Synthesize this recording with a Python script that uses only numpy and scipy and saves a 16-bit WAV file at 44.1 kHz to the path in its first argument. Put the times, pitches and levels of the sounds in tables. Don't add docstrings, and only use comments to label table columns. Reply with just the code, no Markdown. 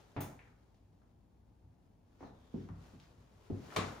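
import sys
import numpy as np
from scipy import signal
from scipy.fft import rfft, irfft, next_fast_len
from scipy.io import wavfile
from scipy.ndimage import map_coordinates

SR = 44100
rng = np.random.default_rng(int(sys.argv[2]) if len(sys.argv) > 2 else 0)


def wav_out(sig):
    wavfile.write(sys.argv[1], SR, np.round(np.clip(np.atleast_2d(sig).T, -1, 1) * 32767).astype(np.int16))


N = 176400

# (time [s], level [dB], treble corner [Hz], frame ring [dB], floor boom [dB])
HANDLEBAR_BUMPS = [(0.1644, -36.5, 2870, -39, -45.5), (0.206, -41, 3500, -48.5, -66),
                   (2.207, -48.5, 1240, -73, -77), (2.228, -45, 980, -64, -74)]
# (time [s], level [dB], treble corner [Hz], floor boom [dB])
SOFT_STEPS = [(2.5408, -34.5, 307, -46.5), (2.692, -47, 170, -43.5), (2.934, -53.5, 200, -56),
              (3.5, -33.5, 376, -46)]
# (frequency [Hz], level [dB], t60 [s])
SOLE_MODES = [(201.5, -3.5, 0.18), (257.8, 2, .24), (285, 1, 0.19), (379.4, -6.5, 0.15)]
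# (time [s], level [dB], floor boom [dB])
SHOE_CLACKS = [(3.7621, -37.5, -63), (3.7638, -27, -40.5)]


def amp(db):
    return 10 ** (np.asarray(db) / 20)


def unit(x):
    return x / np.sqrt(np.mean(x ** 2) + 1e-20)


def pan(left_db):
    return amp([[left_db / 2], [-left_db / 2]])


def along(points, hz):
    knots_hz, values = np.transpose(points)
    return np.interp(np.log(hz + 1), np.log(knots_hz + 1), values)


def wobble(rate):
    knots = rng.standard_normal(int(N * rate / SR) + 4)
    return map_coordinates(knots, [np.arange(N) * rate / SR])


def coloured(x, gain_db):
    size = 2 * next_fast_len(x.shape[-1])
    hz = np.fft.rfftfreq(size, 1 / SR)
    cepstrum = irfft(np.log(amp(gain_db(hz)) + 1e-6), size)
    cepstrum[1:size // 2] *= 2
    cepstrum[size // 2 + 1:] = 0
    return irfft(rfft(x, size) * np.exp(rfft(cepstrum)), size)[..., :x.shape[-1]]


def diffuse(size):
    # (frequency [Hz], correlation [ratio])
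    coherence = [(60, 0.92), (150, 0.88), (280, 0.73), (550, 0.26), (2000, 0.14), (5000, 0.36),
                 (9000, 0.25), (15000, 0.27)]
    angle = np.arccos(np.clip(along(coherence, np.fft.rfftfreq(size, 1 / SR)), -1, 1)) / 2
    mid, side = irfft(rfft(rng.standard_normal((2, size))) * [np.cos(angle), np.sin(angle)], size)
    return np.array([mid + side, mid - side])


def shaped_noise(spectrum):
    return unit(coloured(diffuse(N), lambda hz: along(spectrum, hz)))


def add(out, time, x):
    start = int(np.clip(round(time * SR), 0, N - 1))
    out[:, start:start + x.shape[-1]] += x[..., :N - start]


def contact(gain_db, ring_t60, ring_db, room_db, pan_db):
    # (frequency [Hz], t60 [s])
    room_t60 = [(60, 0.93), (200, 0.56), (500, 0.6), (1200, 0.6), (3000, 0.39), (7000, 0.46), (15000, 0.14)]
    t = np.arange(SR) / SR
    hz, frame_times, spectra = signal.stft(diffuse(SR), SR, nperseg=256)
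    decay = amp(-60 * frame_times / along(room_t60, hz)[:, None])
    tail = signal.istft(spectra * decay, SR, nperseg=256)[1][:, :SR]
    tail *= 1 - np.exp(-t / 0.002)
    ring = diffuse(SR) * amp(-60 * t / ring_t60)
    blow = (amp(ring_db) * unit(ring) + amp(room_db) * unit(tail)) / np.sqrt(SR)
    blow[:, 0] += 1
    return unit(coloured(blow, gain_db)) * pan(pan_db) / np.sqrt(50)


def softened(spectrum, hz, corner_hz):
    return along(spectrum, hz) - 10 * np.log10(1 + (hz / corner_hz) ** 4)


def ringing(modes, rise_s):
    t = np.arange(SR) / SR
    partials = (amp(db + rng.normal(0, 1) - 60 * t / t60) * np.sin(2 * np.pi * hz * t)
                for hz, db, t60 in modes)
    return sum(partials) * (1 - np.exp(-(t / rise_s) ** 2))


def room_tone():
    # (frequency [Hz], gain [dB])
    rumble_spectrum = [(15, -47.5), (25, -20), (43, -8), (57, 1.5), (75, -8.5), (97, -2), (150, -10),
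                       (250, -10.5), (400, -19.5), (600, -23.5), (840, -21), (1400, -43), (4000, -53.5),
                       (16000, -47.5)]
    return amp(-64.5) * pan(2.2) * shaped_noise(rumble_spectrum)


def clothes():
    # (time [s], level [dB])
    rustle_levels = [(0, -62.5), (.14, -66.5), (.28, -67), (.45, -71), (.8, -77), (1.3, -79.5),
                     (2.039, -78), (2.17, -72), (2.36, -70), (2.55, -68.5), (2.74, -69), (2.87, -61.5),
                     (3.13, -68), (3.311, -69), (3.46, -64), (3.6, -61.5), (3.74, -50.5), (3.85, -51),
                     (4.0, -56)]
    # (frequency [Hz], gain [dB])
    cloth_spectrum = [(100, -5.5), (400, 13.5), (1000, 8.5), (2000, 1), (4000, -2.5), (6500, -5),
                      (10000, -13.5), (14500, -11.5), (16000, -22)]
    times, levels = np.transpose(rustle_levels)
    grain_db = 0.6 * wobble(25) + 0.9 * wobble(300)
    envelope = amp(np.interp(np.arange(N) / SR, times, levels) + grain_db)
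    return envelope * shaped_noise(cloth_spectrum) * pan(2.5)


def handlebar():
    # (frequency [Hz], gain [dB])
    bump_spectrum = [(40, -11.5), (110, -4.5), (280, 0), (450, -6), (850, -3.5), (1200, -10.5),
                     (2200, -12.5), (3500, -21.5), (8000, -30), (16000, -72)]
    # (frequency [Hz], level [dB], t60 [s])
    frame_modes = [(137.3, 0.5, 0.42), (281.4, 1, 0.34), (366, -7, 0.2), (522, -34, 0.51), (800, -43, 0.52),
                   (815, -8.5, .3), (865, -12, 0.46), (1320, -16, 0.27), (1702, -10, 0.2),
                   (2234, -29, 0.18), (2700, -23.5, 0.24), (3530, -23, 0.19)]
    out = np.zeros((2, N))
    for time, db, corner_hz, frame_db, _ in HANDLEBAR_BUMPS:
        thud = contact(lambda hz: softened(bump_spectrum, hz, corner_hz),
                       ring_t60=0.12, ring_db=9.5, room_db=10, pan_db=0.6)
        add(out, time, amp(db) * thud + amp(frame_db) * ringing(frame_modes, rise_s=0.0091))
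    return out


def boards():
    # (time [s], floor boom [dB])
    shifts = [(.47, -60), (0.883, -63.5), (1.63, -58), (1.879, -65), (3.159, -58.5), (3.342, -65)]
    # (frequency [Hz], level [dB], t60 [s])
    floor_modes = [(58.5, -5.5, .75), (95.5, 3, 0.51), (136.6, -5.5, 0.72), (166.34, -3, 0.56),
                   (249, -12.5, 0.83)]
    # (time [s], level [dB])
    loads = [(0.167, -44), (0.2, -48), (2.566, -49), (2.71, -59), (3.523, -39), (3.793, -58)]
    # (frequency [Hz], level [dB], t60 [s])
    loaded_modes = [(101.5, 8.5, 0.18), (121, -10, 0.17), (60.4, -24, 0.66)]
    out = np.zeros((2, N))
    for time, *_, boom_db in HANDLEBAR_BUMPS + SOFT_STEPS + SHOE_CLACKS + shifts:
        add(out, time, amp(boom_db) * ringing(floor_modes, rise_s=0.0051))
    for time, db in loads:
        add(out, time, amp(db) * ringing(loaded_modes, rise_s=0.0059))
    return out


def metal_tick():
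    # (time [s], level [dB])
    ticks = [(0.2059, -40)]
    # (frequency [Hz], gain [dB])
    tick_spectrum = [(300, -41), (3000, -16.5), (5000, -20), (6500, -14), (7600, -17.5), (9800, -12),
                     (11000, -23), (14000, -2.5), (16000, -6)]
    # (frequency [Hz], level [dB], t60 [s])
    metal_modes = [(2730, -25, 0.25), (3440, -19.5, 0.33), (3570, -23.5, 0.29), (6460, -21, 0.32),
                   (6800, -28, 0.35), (9959, -19, 0.15), (13900, -10, .16), (14090, -15, 0.13)]
    out = np.zeros((2, N))
    for time, db in ticks:
        crack = contact(lambda hz: along(tick_spectrum, hz),
                        ring_t60=0.29, ring_db=13, room_db=18.5, pan_db=2)
        add(out, time, amp(db) * (crack + ringing(metal_modes, rise_s=0.001)))
    return out


def rattles():
    # (time [s], level [dB], centre [Hz], half-width [octaves])
    small_contacts = [(.392, -56.5, 2040, 0.37), (.425, -73, 2400, 0.66), (0.474, -66.5, 1430, 0.3),
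                      (.745, -76.5, 2450, 1.2), (1.0177, -72.5, 980, 0.67), (2.689, -54.5, 970, 0.68),
                      (3.0, -63.5, 3240, 0.65), (3.04, -82, 3500, 0.49), (3.704, -54.5, 1400, .9),
                      (3.724, -49, 1010, 0.78), (3.965, -54, 850, 0.66)]
    out = np.zeros((2, N))
    for time, db, centre_hz, octaves in small_contacts:
        band_db = lambda hz: -14 * np.log10(1 + (np.log2((hz + 1) / centre_hz) / octaves) ** 4)
        add(out, time, amp(db) * contact(band_db, ring_t60=0.04, ring_db=0, room_db=4, pan_db=2.5))
    return out


def swishes():
    # (peak time [s], half-width [s], level [dB])
    strokes = [(2.215, 0.022, -72), (2.255, 0.052, -67.5), (2.618, 0.08, -67.5), (2.894, 0.054, -74),
               (3.035, .04, -67), (3.647, 0.088, -64.5)]
    # (frequency [Hz], gain [dB])
    swish_spectrum = [(300, -6), (1500, 4), (3500, -5), (6000, -4.5), (9000, -20.5), (14500, -21),
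                      (16000, -8)]
    t = np.arange(N) / SR
    envelope = sum(amp(db) * np.exp(-((t - peak) / width) ** 2) for peak, width, db in strokes)
    grain = amp(1.1 * wobble(250))
    return envelope * grain * shaped_noise(swish_spectrum)


def sleeve_whistle(half_band_hz=380):
    # (time [s], centre [Hz], level [dB])
    glide = [(2.221, 4250, -105), (2.254, 4020, -70), (2.33, 3770, -83), (2.45, 3430, -80),
             (2.619, 3340, -77), (2.75, 3120, -100)]
    t = np.arange(N) / SR
    times, centres, levels = np.transpose(glide)
    phase = 2 * np.pi * np.cumsum(np.interp(t, times, centres)) / SR
    rate = 2 * half_band_hz
    band = np.array([wobble(rate) * np.cos(phase) + wobble(rate) * np.sin(phase) for _ in range(2)])
    return amp(np.interp(t, times, levels)) * unit(band)


def soft_steps():
    # (frequency [Hz], gain [dB])
    step_spectrum = [(40, -29), (100, -9), (180, -2), (270, -0.5), (420, -4), (560, -11.5), (850, -11.5),
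                     (1500, -19), (4000, -11.5), (16000, -22)]
    out = np.zeros((2, N))
    for time, db, corner_hz, _ in SOFT_STEPS:
        thud = contact(lambda hz: softened(step_spectrum, hz, corner_hz),
                       ring_t60=0.19, ring_db=13, room_db=9, pan_db=1.2)
        add(out, time, amp(db) * (thud + amp(-4.5) * ringing(SOLE_MODES, rise_s=0.014)))
    return out


def shoe_clack(sole_delay_s=0.01016):
    # (frequency [Hz], gain [dB])
    clack_spectrum = [(40, -46), (100, -3), (190, -1.5), (300, 1.5), (435, -3), (560, -1), (850, -5),
                      (1120, 0), (1500, -7), (2350, -7), (3000, -9.5), (3700, -9.5), (5200, -16.5),
                      (7300, -18.5), (11000, -27.5), (16000, -27.5)]
    # (frequency [Hz], level [dB], t60 [s])
    plank_modes = [(434.6, 1.5, 0.4), (763, -8, 0.32), (850, 5, 0.048), (1051, -3, .4), (1116, -3, 0.27),
                   (1139, -0.5, 0.27), (1162, 12.5, 0.023), (1294, -10, 0.55), (2333, -6, 0.15),
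                   (2440, 6, .018), (3370, -25, .38), (4330, -16, .3)]
    out = np.zeros((2, N))
    for time, db, _ in SHOE_CLACKS:
        crack = contact(lambda hz: along(clack_spectrum, hz),
                        ring_t60=0.08, ring_db=1.5, room_db=5, pan_db=3)
        add(out, time, amp(db) * (crack + amp(-13.5) * ringing(plank_modes, rise_s=0.00043)))
        add(out, time + sole_delay_s, amp(db - 11.5) * ringing(SOLE_MODES, rise_s=0.004))
    return out


def scene():
    impacts = handlebar() + metal_tick() + soft_steps() + shoe_clack() + boards() + rattles()
    friction = clothes() + swishes() + sleeve_whistle()
    return impacts + friction + room_tone()


def record(dry, left_lead_s=2.5e-5, band_limit_hz=15900):
    # (frequency [Hz], gain [dB])
    mic_response = [(20, 0), (7500, -3.5), (8500, -8), (9500, -0.5), (11000, -3), (12100, -20.5),
                    (13000, -5), (14400, -2.5), (15200, -3.5), (16000, -12)]
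    size = next_fast_len(N + SR // 2)
    hz = np.fft.rfftfreq(size, 1 / SR)
    lead = np.exp(1j * np.pi * hz * left_lead_s * np.array([[1], [-1]]))
    notched = coloured(dry, lambda hz: along(mic_response, hz))
    return irfft(rfft(notched, size) * lead * (hz < band_limit_hz), size)[:, :N]


dry = scene()
out = record(dry)
wav_out(out)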